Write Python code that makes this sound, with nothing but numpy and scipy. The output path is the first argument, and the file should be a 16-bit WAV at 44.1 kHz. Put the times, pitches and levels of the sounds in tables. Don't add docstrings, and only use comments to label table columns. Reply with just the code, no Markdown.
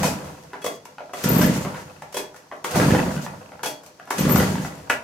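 import sys
import numpy as np
from scipy import signal
from scipy.fft import rfft, irfft, next_fast_len
from scipy.io import wavfile
from scipy.ndimage import uniform_filter1d

SR = 44100
rng = np.random.default_rng(int(sys.argv[2]) if len(sys.argv) > 2 else 0)


def generate_wav(signal):
    frames = np.transpose(np.atleast_2d(signal))
    scaled = np.clip(frames, -1, 1) * 32767
    pcm = np.round(scaled).astype(np.int16)
    wavfile.write(sys.argv[1], SR, pcm)


N = 222207


def amp(db):
    return 10 ** (np.asarray(db) / 20)


def evened(x):
    return x / np.sqrt(np.mean(x ** 2) + 1e-20)


def read(points, hz):
    f, value = np.transpose(points)
    return np.interp(np.log(hz + 1), np.log(f + 1), value)


def add(mix, start_s, sound):
    part = mix[..., round(start_s * SR):][..., :sound.shape[-1]]
    part += sound[..., :part.shape[-1]]


def times(seconds):
    return np.arange(round(seconds * SR)) / SR


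def colour(x, points):
    size = next_fast_len(x.shape[-1])
    gain = amp(read(points, np.fft.rfftfreq(size, 1 / SR)))
    return irfft(rfft(x, size) * gain, size)[..., :x.shape[-1]]


def ring(modes, seconds):
    t = times(seconds)
    return sum(amp(db - 60 * t / t60) * np.sin(2 * np.pi * hz * t) for hz, db, t60 in modes)


# (frequency [Hz], likeness [0-1])
LIKENESS = [(60, 1), (150, 0.96), (300, 0.92), (600, 0.58), (1200, 0.088), (3000, 0.018), (14000, 0.033)]


def spread(left, right):
    size = next_fast_len(len(left))
    same = np.clip(read(LIKENESS, np.fft.rfftfreq(size, 1 / SR)), 0, 1)
    a, b = rfft(left, size), rfft(right, size)
    return irfft(np.array([a, same * a + np.sqrt(1 - same ** 2) * b]), size)[:, :len(left)]


def gritty(per_s, scatter_db, smooth):
    size = amp(scatter_db * np.minimum(rng.exponential(1, (2, N)), 3.5))
    size = size * rng.choice([-1., 1.], (2, N))
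    clicks = size * (rng.random((2, N)) < per_s / SR)
    return spread(*evened(clicks + smooth * rng.standard_normal((2, N))))


# (frequency [Hz], relative level [dB])
AIR_SPECTRUM = [(40, -40), (80, -14), (140, 0), (300, 10.5), (600, 0), (1200, -36), (3000, -11),
                (6000, -1.5), (16000, -53)]
AIR_DB = -58


def room_air():
    noise = spread(*rng.standard_normal((2, N)))
    return amp(AIR_DB) * evened(colour(noise, AIR_SPECTRUM))


# (frequency [Hz], t60 [s])
SHOP_T60 = [(100, 0.83), (300, 0.33), (600, 0.39), (1400, 0.3), (4000, 0.29), (10000, 0.21)]


def shop(x):
    taps = np.zeros((2, SR))
    at = np.arange(260, SR - 20, 20) + rng.integers(0, 20, (2, (SR - 261) // 20))
    np.put_along_axis(taps, at, rng.choice([-1., 1.], at.shape), 1)
    hz, t, bands = signal.stft(spread(*taps), SR, nperseg=256)
    bands = bands * amp(-60 * t / read(SHOP_T60, hz)[:, None])
    tail = signal.istft(bands, SR, nperseg=256)[1]
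    size = next_fast_len(tail.shape[1])
    tail = irfft(rfft(tail, size) / np.sqrt(read(SHOP_T60, np.fft.rfftfreq(size, 1 / SR))), size)
    return signal.fftconvolve(x[None], tail / np.linalg.norm(tail[0]), axes=1)[:, :N]


# (time [s], length before the fade [s], level [dB])
SCRAPES = [(0.24, 0.033, -45.5), (0.707, 0.058, -41.5), (1.18, 0.061, -35), (1.534, 0.042, -28),
           (1.606, 0.044, -33.5), (1.758, 0.061, -41.5), (2.194, 0.04, -63), (3.018, .04, -48),
           (3.103, 0.066, -35.5), (3.212, 0.045, -33.5), (4.52, 0.035, -37), (4.61, 0.066, -35.5)]
# (frequency [Hz], relative level [dB])
SCRAPE_SPECTRUM = [(2500, -2), (4000, -2.5), (5500, 0.5), (6800, 2), (9000, -7.5), (13000, -5.5),
                   (16000, 5)]


def brushing():
    gain, t = np.zeros(N), times(.25)
    for s, length_s, db in SCRAPES:
        fade_db = 580 * np.maximum(t - length_s, 0)
        add(gain, s, amp(db - fade_db) * np.minimum(t / 0.0066, 1))
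    return gain * evened(colour(gritty(1800, 3.4, 1.9), SCRAPE_SPECTRUM))


def surges(depth_db=3):
    wander = uniform_filter1d(uniform_filter1d(rng.standard_normal(N), size=700), size=700)
    return amp(depth_db * evened(wander))


def jolts():
    out, t = np.ones(N), times(.06)
    for s, *_ in PUFFS:
        add(out, max(s - .004, 0), 0.41 * np.exp(-t / 0.0062) * (1 - np.exp(-t / 0.0043)))
    return out


RATCHET_PER_S = 260


def ratchet():
    size = amp(5.0 * np.minimum(rng.exponential(1, N), 3)) * (rng.random(N) < RATCHET_PER_S / SR)
    modes = [m for m in HOUSING if m[0] > 720]
    spot, side = rng.integers(0, len(modes), (2, N)), rng.random(N)
    pair = np.array([size * side, size * (1 - side)])
    taps = np.zeros((2, N))
    for k, (hz, *_) in enumerate(modes):
        struck = pair * (spot == k).any(0)
        taps += signal.fftconvolve(struck, ring([(hz, 0, .014)], .05)[None])[:, :N]
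    return evened(taps)


# (time the pawl bites [s], slack before the crank gives [s], time driven [s],
#   coasting fade against the usual [ratio], then relative strength of rope, loose parts, frame [dB])
PULLS = [(-.3, 0.054, 0.22, 0.95, 0, -1.5, 0.76), (1.134, 0.088, 0.24, 0.91, 2, -3, .2),
         (2.643, 0.061, 0.23, 0.85, 1.5, 2.5, 2.8), (4.106, 0.046, 0.3, 0.93, 0.5, -3.5, 0.37)]
BITE_S, GIVE_S = 0.048, 0.059


def pulled(driven_db, slack_db, rest_db, fade_db_per_s, rewind_db, rewind_db_per_s, order):
    t, out = np.arange(N) / SR, amp(rest_db) * np.ones(N)
    for bite, slack, driven, brake, *strength_db in PULLS:
        give = np.clip((t - bite - slack) / GIVE_S, 0, 1)
        coast = brake * np.maximum(t - bite - slack - driven, 0)
        level_db = slack_db + (driven_db - slack_db) * give - fade_db_per_s * coast
        both = amp(level_db) + give * amp(rewind_db - rewind_db_per_s * coast)
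        out += np.clip((t - bite) / BITE_S, 0, 1) * amp(strength_db[order]) * both
    return out


# (frequency [Hz], relative level [dB])
HISS_SPECTRUM = [(1500, 10.5), (2500, 7.5), (3300, 6), (3900, 2.5), (4500, 6), (5800, 3), (6500, 6),
                 (7200, 3), (9000, 0), (12000, -2.5), (16000, 7)]
# (frequency [Hz], relative level [dB])
RATTLE_SPECTRUM = [(250, -47), (500, 8), (900, 6), (1500, 1.5), (2000, -10), (3000, -48), (5000, -40)]
# (driven [dB], on the slack [dB], at rest [dB], coasting fade [dB/s], rewind [dB], rewind fade [dB/s])
ROPE_LEVELS = (-28.5, -36.5, -55, 67.5, -45.5, 66)
PARTS_LEVELS = (-30.5, -45, -55, 58.5, -42.5, 56)
SHAKE_LEVELS = (-21.5, -53, -57.5, 65, -43, 43)
RATCHET_DB = -9.5


def rubbing():
    hiss = evened(colour(gritty(1500, 3.1, 1.56), HISS_SPECTRUM))
    rattle = colour(gritty(450, 1.05, 0.64), RATTLE_SPECTRUM)
    housing = signal.fftconvolve(rattle, ring(HOUSING, .2)[None])[:, :N]
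    rattle = evened(rattle + amp(-41.5) * housing) + amp(RATCHET_DB) * ratchet()
    rumble = evened(signal.fftconvolve(gritty(300, 3.5, 0.3), ring(FRAME, .6)[None])[:, :N])
    jolt = jolts()
    rope = pulled(*ROPE_LEVELS, order=0) * hiss * jolt ** 0.36
    parts = pulled(*PARTS_LEVELS, order=1) * rattle * jolt * surges()
    return rope + parts + pulled(*SHAKE_LEVELS, order=2) * rumble


# (time [s], level [dB])
SQUEALS = [(1.232, -20), (1.286, -11.5), (1.331, -15), (1.346, -31), (1.375, -12), (1.390, -28),
           (1.422, -21), (1.455, -28), (4.192, -21.5), (4.288, -13.5), (4.314, -11), (4.340, -21),
           (4.370, -17), (4.405, -36)]
SQUEAL_HZ, SQUEAL_RISE_S, SQUEAL_T60_S = 13300, 0.0071, 0.14


def squeal():
    slip, t = np.zeros(N), times(.3)
    for s, db in SQUEALS:
        add(slip, s, amp(db - 60 * t / SQUEAL_T60_S) * (1 - np.exp(-t / SQUEAL_RISE_S)))
    pole = np.exp(-np.pi * 170 / SR)
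    a, b = signal.lfilter([1], np.poly([pole, pole]), rng.standard_normal((2, 2, N)))
    carrier = np.exp(2j * np.pi * SQUEAL_HZ * np.arange(N) / SR)
    tone = evened(((a + 1j * b) * carrier).real * [[1], [.6]]) * slip
    return np.array([tone[0], tone[1] - 0.34 * tone[0]]) * amp([[1.0], [-4]])


# (time [s], level [dB], time until the cup is held still [s], extra on modes over 4 kHz [dB])
CATCHES = [(0.621, -46, 0.022, 0), (.645, -43, .02, -4), (0.6658, -36, 0.145, -9), (1.1353, -47, 0.08, -4),
           (2.1474, -44, 0.02, -4), (2.1674, -34.5, 0.13, -8), (3.631, -40, 0.03, 2),
           (3.6626, -33.5, 0.145, -1)]
# (frequency [Hz], relative level [dB], t60 [s])
CUP_MODES = [(2580, 2, .11), (3343, 0, .38), (3352, -3.5, .22), (4490, -6, .45), (5992, -5, .14),
             (9335, -3, .1)]


def cup():
    out, t = np.zeros(N), times(.4)
    for s, db, held_s, top_db in CATCHES:
        modes = [(hz, mode_db + top_db * (hz > 4000), t60) for hz, mode_db, t60 in CUP_MODES]
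        damped = amp(db - 980 * np.maximum(t - held_s, 0))
        add(out, s, damped * ring(modes, .4) * (1 - np.exp(-t / 0.00053)))
    return out


CATCH_BODY_DB, CATCH_T60_S = 9.5, 0.11


def boom():
    out, t = np.zeros(N), times(.4)
    low_ring = ring([m for m in HOUSING if m[0] < 720], .3)
    for (s, db, *_), push in zip(CATCHES, rng.standard_normal((len(CATCHES), len(t)))):
        body = signal.fftconvolve(push * amp(-60 * t / CATCH_T60_S), low_ring)[:len(t)]
        add(out, s, amp(db + CATCH_BODY_DB) * body / abs(body).max())
    return out


# (time [s], relative level [dB], pitch [Hz],
#   tick against the knock [dB], t60 of the clatter, at least 0.01 in the body [s])
KNOCKS = [(.032, -9, 833, -9.5, 0.052), (0.041, -22, 2500, 3, 0.015), (0.044, -18, 660, -5.5, 0.14),
          (0.057, -20, 1420, -3, 0.097), (0.137, -29, 870, -24, 0.024), (0.243, -30.5, 647, -16, 0.32),
          (0.533, -21.5, 860, -24, 0.045), (.540, -27.5, 960, -35, 0.025), (.546, -27.5, 890, -35, 0.041),
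          (.555, -31, 766, -35, 0.025), (.618, -35, 980, -6, 0.09), (0.645, -18, 530, -7.5, 0.053),
          (.664, -18.5, 670, -3.5, 0.038), (.704, -32, 460, -25, 0.037), (.855, -30, 950, -3, 0.023),
          (0.983, -23.5, 840, -48, 0.02), (1.006, -24.5, 706, -45, 0.055), (1.095, -31.5, 746, -65, 0.042),
          (1.136, -17, 730, -16.5, 0.058), (1.241, -19, 1355, 0, 0.057), (1.303, -20, 1415, -14, 0.02),
          (1.394, -17.5, 1190, -22, 0.034), (1.415, -11.5, 875, -9.5, 0.08), (1.443, -18, 1750, -10, 0.039),
          (1.483, -21.5, 1980, -25, 0.034), (1.561, -22.5, 885, -29, 0.017), (1.649, -20.5, 695, -41, 0.21),
          (1.744, -27, 985, -26, 0.27), (2.022, -22.5, 880, -16, 0.033), (2.127, -33.5, 740, -2, 0.054),
          (2.145, -21.5, 560, -5, 0.051), (2.170, -19.5, 933, -2.5, 0.067), (2.2, -29, 574, -31, 0.26),
          (2.344, -34, 830, -12, 0.044), (2.363, -37, 1060, -4.5, 0.056), (2.515, -23.5, 1076, -49, 0.011),
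          (2.523, -25, 684, -31, 0.11), (2.645, -15, 943, -9.5, 0.066), (2.711, -23.5, 760, -2.5, 0.043),
          (2.741, -23, 705, -28, 0.072), (2.757, -12.5, 740, -11.5, 0.21), (2.799, -14.5, 1650, -20, 0.049),
          (2.815, -15, 1310, -20, 0.068), (2.907, -14.5, 1730, -35, 0.031), (2.949, -15, 856, -27, 0.049),
          (2.956, -16, 1820, -25, 0.018), (3.002, -28, 1290, -25, 0.024), (3.063, -21, 916, -30, 0.019),
          (3.177, -25, 1496, -21, 0.041), (3.264, -21, 906, -17, 0.04), (3.519, -28.5, 786, -27, 0.0077),
          (3.593, -32, 880, -71, 0.028), (3.634, -17, 925, -7, 0.087), (3.660, -19, 885, -4, 0.082),
          (3.836, -39.5, 620, -5, 0.057), (3.864, -38.5, 680, 1.5, 0.036), (3.998, -27.5, 746, -18, 0.015),
          (4.067, -40, 640, -30, .02), (4.075, -29, 780, -21, 0.11), (4.107, -12, 920, -8.5, 0.038),
          (4.109, -30, 1010, -13, 0.025), (4.125, -28, 610, -3, 0.055), (4.183, -23, 1490, 1, 0.072),
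          (4.254, -20, 1180, -25, .03), (4.295, -14.5, 1170, -17, 0.047), (4.308, -19, 557, -23, 0.033),
          (4.359, -10, 770, -9, 0.045), (4.385, -13.5, 543, -14, 0.1), (4.399, -13.5, 1500, -13, 0.1),
          (4.428, -21, 1990, -23, 0.043), (4.555, -16, 926, -25, 0.008), (4.582, -28, 1690, -31, 0.035),
          (4.648, -20, 806, -18, 0.082), (4.899, -9, 940, -13.5, 0.065), (4.911, -22, 690, -15, 0.11)]
# (frequency [Hz], relative level [dB], t60 [s])
HOUSING = [(308, -9.5, 0.15), (414.7, -0.5, .1), (453, -7.5, 0.19), (507, -2, 0.16), (610, -7, 0.2),
           (662.3, -8.5, 0.18), (778, -9.5, 0.09), (984, 4, 0.027), (1143, -1.5, 0.03), (1440, -2, 0.028),
           (1695, 3.5, 0.013), (1970, -3, 0.028), (2600, -6, 0.018)]
# (frequency [Hz], relative level [dB])
TICK_SPECTRUM = [(1000, -4), (2500, 2), (4000, -1.5), (6000, 3.5), (9000, -2), (12000, -3.5), (16000, 4)]
TICK_LEAD_S, TICK_RISE_S = .004, 0.0024
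KNOCK_TOP, KNOCK_RISE_S = 1.85, 0.0004
KNOCK_LEFT_DB, KNOCK_RING_DB = 0.5, -2
NEAR_DB_PER_OCTAVE = 8


def knocks():
    out, t = np.zeros((2, N)), times(.4)
    seeds = rng.standard_normal((len(KNOCKS), 3, len(t)))
    spots = rng.standard_normal((len(KNOCKS), len(HOUSING)))
    lean = amp([[KNOCK_LEFT_DB / 2], [-KNOCK_LEFT_DB / 2]])
    for (s, db, hz, tick_db, t60), (noise, *pair), spot in zip(KNOCKS, seeds, spots):
        fade = amp(-60 * t / max(t60, .01))
        clatter = 14 * (t == 0) + noise * (fade + 1.2 * amp(-60 * t / 0.018))
        band = signal.butter(2, [hz * .65, hz * KNOCK_TOP], "band", fs=SR, output="sos")
        snap = signal.sosfilt(band, clatter)
        note = ring([(hz, 0, .028), (hz * 1.7, -5, .012), (hz * 2.9, -9, .008)], .4)
        modes = [(f, mode_db + 2 * k - NEAR_DB_PER_OCTAVE * abs(np.log2(f / hz)), ring_s)
                 for (f, mode_db, ring_s), k in zip(HOUSING, spot)]
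        body = signal.fftconvolve(clatter, ring(modes, .2))[:len(t)]
        blow = snap / abs(snap).max() + note + amp(KNOCK_RING_DB) * body / abs(body).max()
        grit = np.array(pair) * (fade ** 0.49 + 0.041 * amp(-60 * t / 0.0075))
        tick = colour(grit + 0.014 * grit[::-1], TICK_SPECTRUM)
        tick = tick * (1 - np.exp(-(t / TICK_RISE_S) ** 2))
        add(out, s, amp(db) * 0.77 * blow * (1 - np.exp(-t / KNOCK_RISE_S)) * lean)
        add(out, s - TICK_LEAD_S, amp(db + tick_db) * tick * lean)
    return out


# (time [s], peak level [dB])
HOME_CONTACTS = [(4.8998, -5), (4.9033, -6), (4.9085, -11), (4.9165, -16), (4.9245, -12)]
# (frequency [Hz], relative level [dB], t60 [s])
HANDLE_MODES = [(520, -7, .07), (670, -9, .06), (840, -9, .05), (1170, -8, .03), (1440, -4, .025),
                (1660, 2, .016), (1980, -5, .025), (2160, -7, .025), (2430, 0, .018), (2640, 3, .02),
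                (2930, -6, .02)]


def home():
    t, out = times(.1), np.zeros(N)
    for (s, db), noise in zip(HOME_CONTACTS, rng.standard_normal((len(HOME_CONTACTS), len(t)))):
        hit = 3 * np.cos(2 * np.pi * 1900 * t) * np.sin(np.pi * np.minimum(t / .0012, 1))
        push = hit + noise * (amp(-60 * t / 0.015) + 0.25 * amp(-60 * t / 0.09))
        clack = signal.fftconvolve(push, ring(HANDLE_MODES, .1))[:len(t)]
        add(out, s, amp(db) * clack / abs(clack).max())
    return out


PUFF_LEAD_S = .02


def puff(hz, cycles):
    half = round(PUFF_LEAD_S * SR)
    t = np.arange(-half, half) / SR
    return -np.cos(2 * np.pi * hz * t) * np.exp(-.5 * (t * hz / cycles) ** 2)


# (time [s], pop as the port opens [dB], thump of the air swinging back [dB])
PUFFS = [(-.04, -20, -14), (-.005, -21, -16.5), (0.036, -41, -12.5), (0.084, -24, -18),
         (1.245, -10.5, -7.5), (1.306, -6, -7.5), (1.351, -8, -3.5), (1.394, -3.5, -4.5),
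         (1.436, -5.5, -4.5), (1.483, -10, -7), (1.528, -32, -41), (1.567, -20, -17), (1.617, -38, -35),
         (1.655, -19, -17.5), (2.761, -8, -8), (2.8, -9, -10), (2.827, -7, -13.5), (2.867, -10.5, -6),
         (2.908, -4, -5), (2.95, -6.5, -8), (2.997, -17, -16.5), (3.022, -36, -18), (3.067, -15, -15),
         (3.156, -21, -17), (4.172, -30, -18.5), (4.194, -11.5, -9.5), (4.221, -35, -16),
         (4.253, -9.5, -7.5), (4.299, -7.5, -7), (4.336, -7, -4), (4.378, -9, -5.5), (4.436, -9, -10),
         (4.483, -13, -21), (4.531, -17, -16.5), (4.584, -19, -16.5)]
# (frequency [Hz], relative level [dB], t60 [s])
FRAME = [(80.1, -7, 1), (98, 5, 0.12), (156.4, 6, 0.13), (200.5, 5, 0.075), (274, 2, 0.054),
         (302, -5, 0.16), (369, -3, 0.092), (458.6, -5, 0.081), (517, -5, 0.2), (640, -31, 0.39)]
POP_HZ, THUMP_HZ, SWING_BACK_S = 286, 187.7, 0.01683
QUICK_GAP_S, LURCH = 0.045, 1.56


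def engine():
    early = round(SR / 10)
    air, rock, last = np.zeros(N + early), np.zeros(N + early), -1
    for s, pop_db, thump_db in PUFFS:
        slow = max((s - last) / QUICK_GAP_S, 1) if s - last < .2 else 1
        thump = amp(thump_db) * puff(THUMP_HZ, cycles=0.44 + 0.02 * max(-10.5 - thump_db, 0))
        start_s = s + early / SR - PUFF_LEAD_S
        add(air, start_s, amp(pop_db) * puff(POP_HZ, cycles=0.22))
        add(air, start_s + SWING_BACK_S, thump)
        add(rock, start_s + SWING_BACK_S, (slow ** LURCH - 1) * thump)
        last = s
    frame = signal.fftconvolve(air + rock, ring(FRAME, .6))[:N + early]
    return (air + amp(-59.5) * frame)[early:]


def scene():
    puffs, blows, snap = engine(), knocks() + boom(), home()
    echo = shop(amp(-4.0) * puffs + amp(1.0) * blows.mean(0) + amp(-4) * snap)
    metal = amp([[1.5], [-1.5]]) * cup()
    return puffs + blows + snap + echo + metal + rubbing() + brushing() + squeal() + room_air()


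# (frequency [Hz], left over right [dB])
LEFT_TILT = [(100, -1), (1000, 0.5), (5000, 1), (10000, 2.5), (15000, 3)]
# (frequency [Hz], gain [dB])
MIC_RESPONSE = [(20, -22), (45, -19.5), (80, -10.5), (120, -1.5), (12000, -0.5), (14000, -7.5),
                (16000, -21)]
EDGE_HZ = 16200


def record(dry):
    left = colour(dry[0], [(f, db / 2) for f, db in LEFT_TILT])
    right = colour(dry[1], [(f, -db / 2) for f, db in LEFT_TILT])
    heard = colour(np.array([left, right]), MIC_RESPONSE)
    band = signal.firwin(511, EDGE_HZ, window=("kaiser", 9), fs=SR)
    return signal.oaconvolve(heard, band[None], "same")


dry = scene()
out = record(dry)
generate_wav(out)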